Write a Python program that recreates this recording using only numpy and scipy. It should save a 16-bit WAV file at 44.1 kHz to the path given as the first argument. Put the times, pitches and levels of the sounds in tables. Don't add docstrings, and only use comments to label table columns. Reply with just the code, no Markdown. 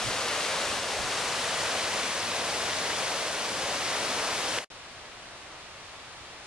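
import sys
import numpy as np
from scipy import signal
from scipy.fft import rfft, irfft
from scipy.io import wavfile
from scipy.ndimage import map_coordinates

SR = 44100
rng = np.random.default_rng(int(sys.argv[2]) if len(sys.argv) > 2 else 0)


def materialize(psi):
    bounded = np.clip(np.atleast_2d(psi).T, -1, 1)
    quanta = np.round(bounded * 32767).astype(np.int16)
    wavfile.write(sys.argv[1], SR, quanta)


N = 284886
T = np.arange(N) / SR
HZ = np.arange(N // 2 + 1) * SR / N + 1e-3

# frequency in Hz, relative level in dB per Hz.
NEAR_COLOUR = [(45, -17.5), (90, -8), (150, -9.5), (220, -6.5), (300, -6), (360, -7.5), (480, -1.2),
               (570, -0.05), (700, -2), (920, -3), (1200, -2.5), (1800, -4), (3000, -5.5), (4000, -7),
               (6000, -9.5), (8000, -13), (10000, -16.5), (12000, -28.5), (14000, -41.5)]
FAR_COLOUR = [(25, -4), (70, -0.5), (125, -3), (210, -7), (300, -4), (460, -4), (620, -0.1), (900, -1.8),
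              (1100, -0.8), (1400, -2.5), (2500, -3.5), (4000, -5.5), (6000, -10.5), (8000, -16),
              (10000, -21), (12000, -35), (13500, -53)]
# frequency in Hz, share from 0 to 1.
NEAR_DIRECT = [(100, 0.9), (600, 0.95), (1300, 0.67), (4000, 0.56), (7000, 0.49), (10000, 0.2),
               (13000, 0.04)]
FAR_DIRECT = [(100, 0.13), (2000, 0.25), (4500, 0.16), (7000, .36), (10000, 0.34), (13000, .2)]
# frequency in Hz, left minus right in dB.
NEAR_BALANCE = [(100, 0.5), (900, 0.6), (2500, 1.6), (5000, 2), (7500, 3.5), (9400, 8.5), (10500, 4.5),
                (12300, 0)]
FAR_BALANCE = [(100, 0.5), (2500, 0.5), (5000, -.4), (7500, 2.7), (9400, 7.5), (10500, 1), (12300, -.3)]
# frequency in Hz, change in dB.
TURN_COLOUR = [(100, 0), (165, 1.3), (230, -1), (330, 2), (500, -1.15), (620, 0.66), (900, 0.8), (1200, -1),
               (1700, 0.07), (4000, -0.26), (5700, 1), (8000, -.5), (12000, 0.5)]
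# time in seconds, rise in dB.
FLOW = [(0, 1), (.28, 2), (.6, 2), (.73, 2), (.82, 0), (.98, 0), (1.2, 2), (1.62, 2.6), (1.8, 2), (2.0, 2),
        (2.26, .5), (2.7, 1.7), (3.05, 1.7), (3.28, 0), (3.55, 0), (4.03, 2), (4.35, 1.6), (4.6, 1.2)]
# time in seconds, rise in dB.
CHURN = [(0, 1.5), (.3, -2.5), (.68, .3), (.91, -0.5), (1.04, 2.5), (1.2, -0.5), (1.65, -3.5), (1.82, 0),
         (2.15, 0), (2.4, 0.7), (2.75, -1), (2.88, 1), (3.17, -1), (3.29, -4), (3.42, 2.5), (3.95, -1.5),
         (4.17, 2), (4.3, 0), (4.6, 0)]
# middle in seconds, rise in dB.
NEAR_GULPS = [(.07, -2.5), (.3, 3.5), (.45, 2.5), (.58, 4.5), (1.72, 2), (1.98, 1), (2.23, -5), (2.75, -4),
              (3.0, 2), (3.33, 0.5), (3.72, 3), (3.81, -5), (4.03, 1.5)]
FAR_GULPS = [(4.85, 1), (5.0, 1), (5.1, -1), (5.27, 0), (5.39, -0.5), (5.53, 2.2), (5.72, -1.8), (6.0, -.8)]
# peak in seconds, level in dB, centre in Hz.
HISS_SWELLS = [(.114, -41, 2300), (.407, -42, 2500), (1.215, -40.5, 2500), (1.654, -37, 2400),
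               (1.986, -37, 1500), (3.268, -41, 2400)]
# middle in seconds, level at the right port in dB,
# half-width in seconds.
PUFFS = [(0.072, -37.5, 0.026), (0.697, -49, 0.046), (1.03, -44, 0.06)]
# frequency in Hz, relative level in dB per Hz.
PUFF_COLOUR = [(20, 1), (60, 0), (125, 2), (240, -15), (500, -30), (2000, -80)]
# start in seconds, step down in dB, further fall in dB per second.
DROPS = [(4.589, 5.5, 108), (4.645, 17, 601)]

NEAR_DB, FAR_DB = -32.5, -45
SILENT_S, SECOND_SHOT_S = 4.68, 4.7015
LAG_BEFORE_MS, LAG_AFTER_MS, FAR_LAG_MS = -0.024, 0.037, 0.099
TURN_START_S, TURN_END_S = 0.32, 2.13
SHIFT_START_S, SHIFT_END_S = 1.3, 2.9
PORT_GAP_M, SOUND_M_PER_S = 0.037, 343
CHURN_HZ, POOLS_HZ, FAR_POOLS_HZ = 240, 550, 850
POOLS_DRIFT_OCTAVES, POOLS_DRIFT_PER_S = 0.17, 7
GURGLE_DB, GURGLE_WANDER_DB, GURGLE_PER_S, SPRAY_DB = 2.13, 0.14, 6.5, 0.8
POOLS_LAG, SPRAY_LAG = 0.79, 0.31
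GULP_HALF_S = 0.025
CLUSTER_DB, CLUSTERS_PER_S = 1.23, 22
BUBBLE_ATTACK_CYCLES = 0.6
HISS_RISE_S, HISS_OCTAVES = 0.0048, 1.2
DRAUGHT_DB, PUFF_LEFT_DB = -63, -17
THUMP_S, THUMP_DB, THUMP_HZ, THUMP_HALF_S = 0.078, -35.5, 121, 0.0088
CLICK_S, CLICK_DB, CLICK_HZ, CLICK_HALF_S = 4.5866, -16.5, 2700, 0.00024
RUMBLE_CUT_HZ, TOP_HZ = 18, 14000


def undb(db):
    return 10 ** (np.asarray(db) / 20)


def across(points):
    hz, value = np.transpose(points)
    return np.interp(np.log(HZ), np.log(hz), value)


def over_time(points):
    return np.interp(T, *np.transpose(points))


def octave_bell(centre_hz, octaves, hz=HZ):
    return np.exp(-(np.log2(hz / centre_hz) / octaves) ** 2)


def time_bell(age, half_s):
    return np.exp(-0.5 * (age / half_s) ** 2)


def walk(rate):
    knots = rng.standard_normal(1024)
    return 0.92 * np.interp(T * rate, np.arange(len(knots)), knots)


def gulps(table):
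    return sum(rise_db * time_bell(T - s, GULP_HALF_S) for s, rise_db in table)


def wash(surge_db, flicker_db, churn_db, gurgle_db, gurgle_hz, spray_db):
    white = rfft(rng.standard_normal((3, N)))
    centres = 125 * 2.0 ** np.arange(8)
    surge = surge_db * (walk(9) + 0.64 * walk(27.9))
    out = 0
    for hz, pick in zip(centres, np.eye(len(centres))):
        band = irfft(white * np.interp(np.log(HZ), np.log(centres), pick), N)
        churn = octave_bell(CHURN_HZ, 0.7, hz) * churn_db
        gurgle = octave_bell(gurgle_hz, 0.85, hz) * gurgle_db
        spray = np.clip(np.log2(hz / 1200) / 2, 0, 1) * spray_db
        out = out + band * undb(surge + flicker_db * walk(16) + churn + gurgle + spray)
    return out


def bubbles(low_hz, high_hz, cycles, spread_db, glide, count, size):
    when, pitch, loud = rng.random((count, 3)).T[:, :, None]
    hz = low_hz + (high_hz - low_hz) * pitch
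    turns = hz * np.arange(size) / SR
    age = np.minimum(turns / cycles, 1)
    rarity = np.maximum(loud, 1 / count ** 0.94)
    strength = undb(-spread_db * np.log(rarity)) * np.sqrt(hz)
    attack = 1 - np.exp(-turns / BUBBLE_ATTACK_CYCLES)
    decay = np.exp(-np.log(100) * age) * (1 - age)
    rings = strength * attack * decay * np.sin(2 * np.pi * turns * (1 + glide * age / 2))
    places = (when * N).astype(int) + np.arange(size)
    out = np.bincount(places.ravel(), rings.ravel(), N)[:N]
    return out / out.std()


def microphones(water, colour, direct, lag_ms, balance, unlike):
    straight, around, between = water
    late = map_coordinates(straight, [np.arange(N) - lag_ms * SR / 1000], order=5, mode="nearest")
    alike = (1 - unlike) * np.sinc(2 * HZ * PORT_GAP_M / SOUND_M_PER_S)
    sides = np.array([[1], [-1]])
    common = rfft(around) * np.sqrt((1 + alike) / 2)
    opposed = rfft(between) * np.sqrt((1 - alike) / 2)
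    scattered = common + sides * opposed
    share = across(direct)
    mixed = np.sqrt(share) * rfft([late, straight]) + np.sqrt(1 - share) * scattered
    gain = undb(across(colour))
    gain = gain / np.sqrt(np.mean(gain ** 2)) * undb(sides * across(balance) / 2)
    return irfft(gain * mixed, N)


def far_stream():
    gurgle_db = gulps(FAR_GULPS) + 0.28 * walk(9.6)
    straight, around, between = wash(
        surge_db=0.0, flicker_db=0.33, churn_db=0.4 * walk(4),
        gurgle_db=gurgle_db, gurgle_hz=FAR_POOLS_HZ, spray_db=0.15 * walk(3.1))
    burble = undb(-21) * bubbles(820, 1470, cycles=22, spread_db=1.0, glide=0.1, count=800, size=1400)
    water = [straight + burble, around, between]
    heard = microphones(water, FAR_COLOUR, FAR_DIRECT, FAR_LAG_MS, FAR_BALANCE, unlike=0.23)
    return heard * undb(FAR_DB)


def puffs():
    eddies = irfft(rfft(rng.standard_normal((2, N))) * undb(across(PUFF_COLOUR)), N)
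    bumps = sum(undb(db) * time_bell(T - s, half_s) for s, db, half_s in PUFFS)
    swell = undb(DRAUGHT_DB) + bumps
    return eddies / eddies.std() * swell * undb([[PUFF_LEFT_DB], [0]])


def thump():
    age = T - THUMP_S
    return undb(THUMP_DB) * time_bell(age, THUMP_HALF_S) * np.sin(2 * np.pi * THUMP_HZ * age)


def click():
    age = T - CLICK_S
    return undb(CLICK_DB) * time_bell(age, CLICK_HALF_S) * np.sin(2 * np.pi * CLICK_HZ * age)


def hiss_swells():
    out = 0
    for s, db, hz in HISS_SWELLS:
        hiss = irfft(rfft(rng.standard_normal(N)) * octave_bell(hz, HISS_OCTAVES), N)
        age = np.maximum(T - s + HISS_RISE_S, 0) / HISS_RISE_S
        out = out + undb(db) * hiss / hiss.std() * age * np.exp(1 - age)
    return out


def shift_colour(heard):
    turned = irfft(rfft(heard) * undb(across(TURN_COLOUR)), N)
    return heard + (turned - heard) * np.interp(T, [SHIFT_START_S, SHIFT_END_S], [0, 1])


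def near_stream():
    rise_db = over_time(FLOW)
    wander_db = GURGLE_WANDER_DB * walk(GURGLE_PER_S)
    gurgle_db = GURGLE_DB + gulps(NEAR_GULPS) + wander_db - POOLS_LAG * rise_db
    gurgle_hz = POOLS_HZ * 2 ** (POOLS_DRIFT_OCTAVES * walk(POOLS_DRIFT_PER_S))
    spray_db = SPRAY_DB - SPRAY_LAG * rise_db
    straight, around, between = wash(
        surge_db=0.17, flicker_db=0.6, churn_db=over_time(CHURN),
        gurgle_db=gurgle_db, gurgle_hz=gurgle_hz, spray_db=spray_db)
    pools = bubbles(385, 1290, cycles=17.5, spread_db=0.7, glide=0.17, count=1000, size=2000)
    rapids = bubbles(895, 4660, cycles=14.0, spread_db=1.0, glide=0.24, count=6000, size=500)
    spray = bubbles(3220, 13600, cycles=6.3, spread_db=2.0, glide=0.091, count=16000, size=120)
    clusters = undb(CLUSTER_DB * walk(CLUSTERS_PER_S))
    clustered = (undb(-21.5) * pools + undb(-13.0) * rapids) * clusters
    straight = undb(-0.37) * straight + clustered + undb(-8.0) * spray * undb(spray_db)
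    water = [straight, around, between]
    lag_ms = np.interp(T, [TURN_START_S, TURN_END_S], [LAG_BEFORE_MS, LAG_AFTER_MS])
    heard = microphones(water, NEAR_COLOUR, NEAR_DIRECT, lag_ms, NEAR_BALANCE, unlike=0.4)
    return shift_colour(heard) * undb(NEAR_DB + rise_db) + hiss_swells()


def fade():
    fall_db = sum((T > s) * (step_db + slope * (T - s)) for s, step_db, slope in DROPS)
    return undb(-fall_db) * (T < SILENT_S)


def scene():
    near_shot = (near_stream() + puffs() + thump()) * fade() + click()
    far_shot = far_stream() * (T > SECOND_SHOT_S)
    return near_shot + far_shot


def record(dry):
    rumble_cut = signal.butter(2, RUMBLE_CUT_HZ, "highpass", fs=SR, output="sos")
    top_cut = signal.ellip(10, 0.1, 70, TOP_HZ, fs=SR, output="sos")
    return signal.sosfilt(top_cut, signal.sosfilt(rumble_cut, dry))


dry = scene()
out = record(dry)
materialize(out)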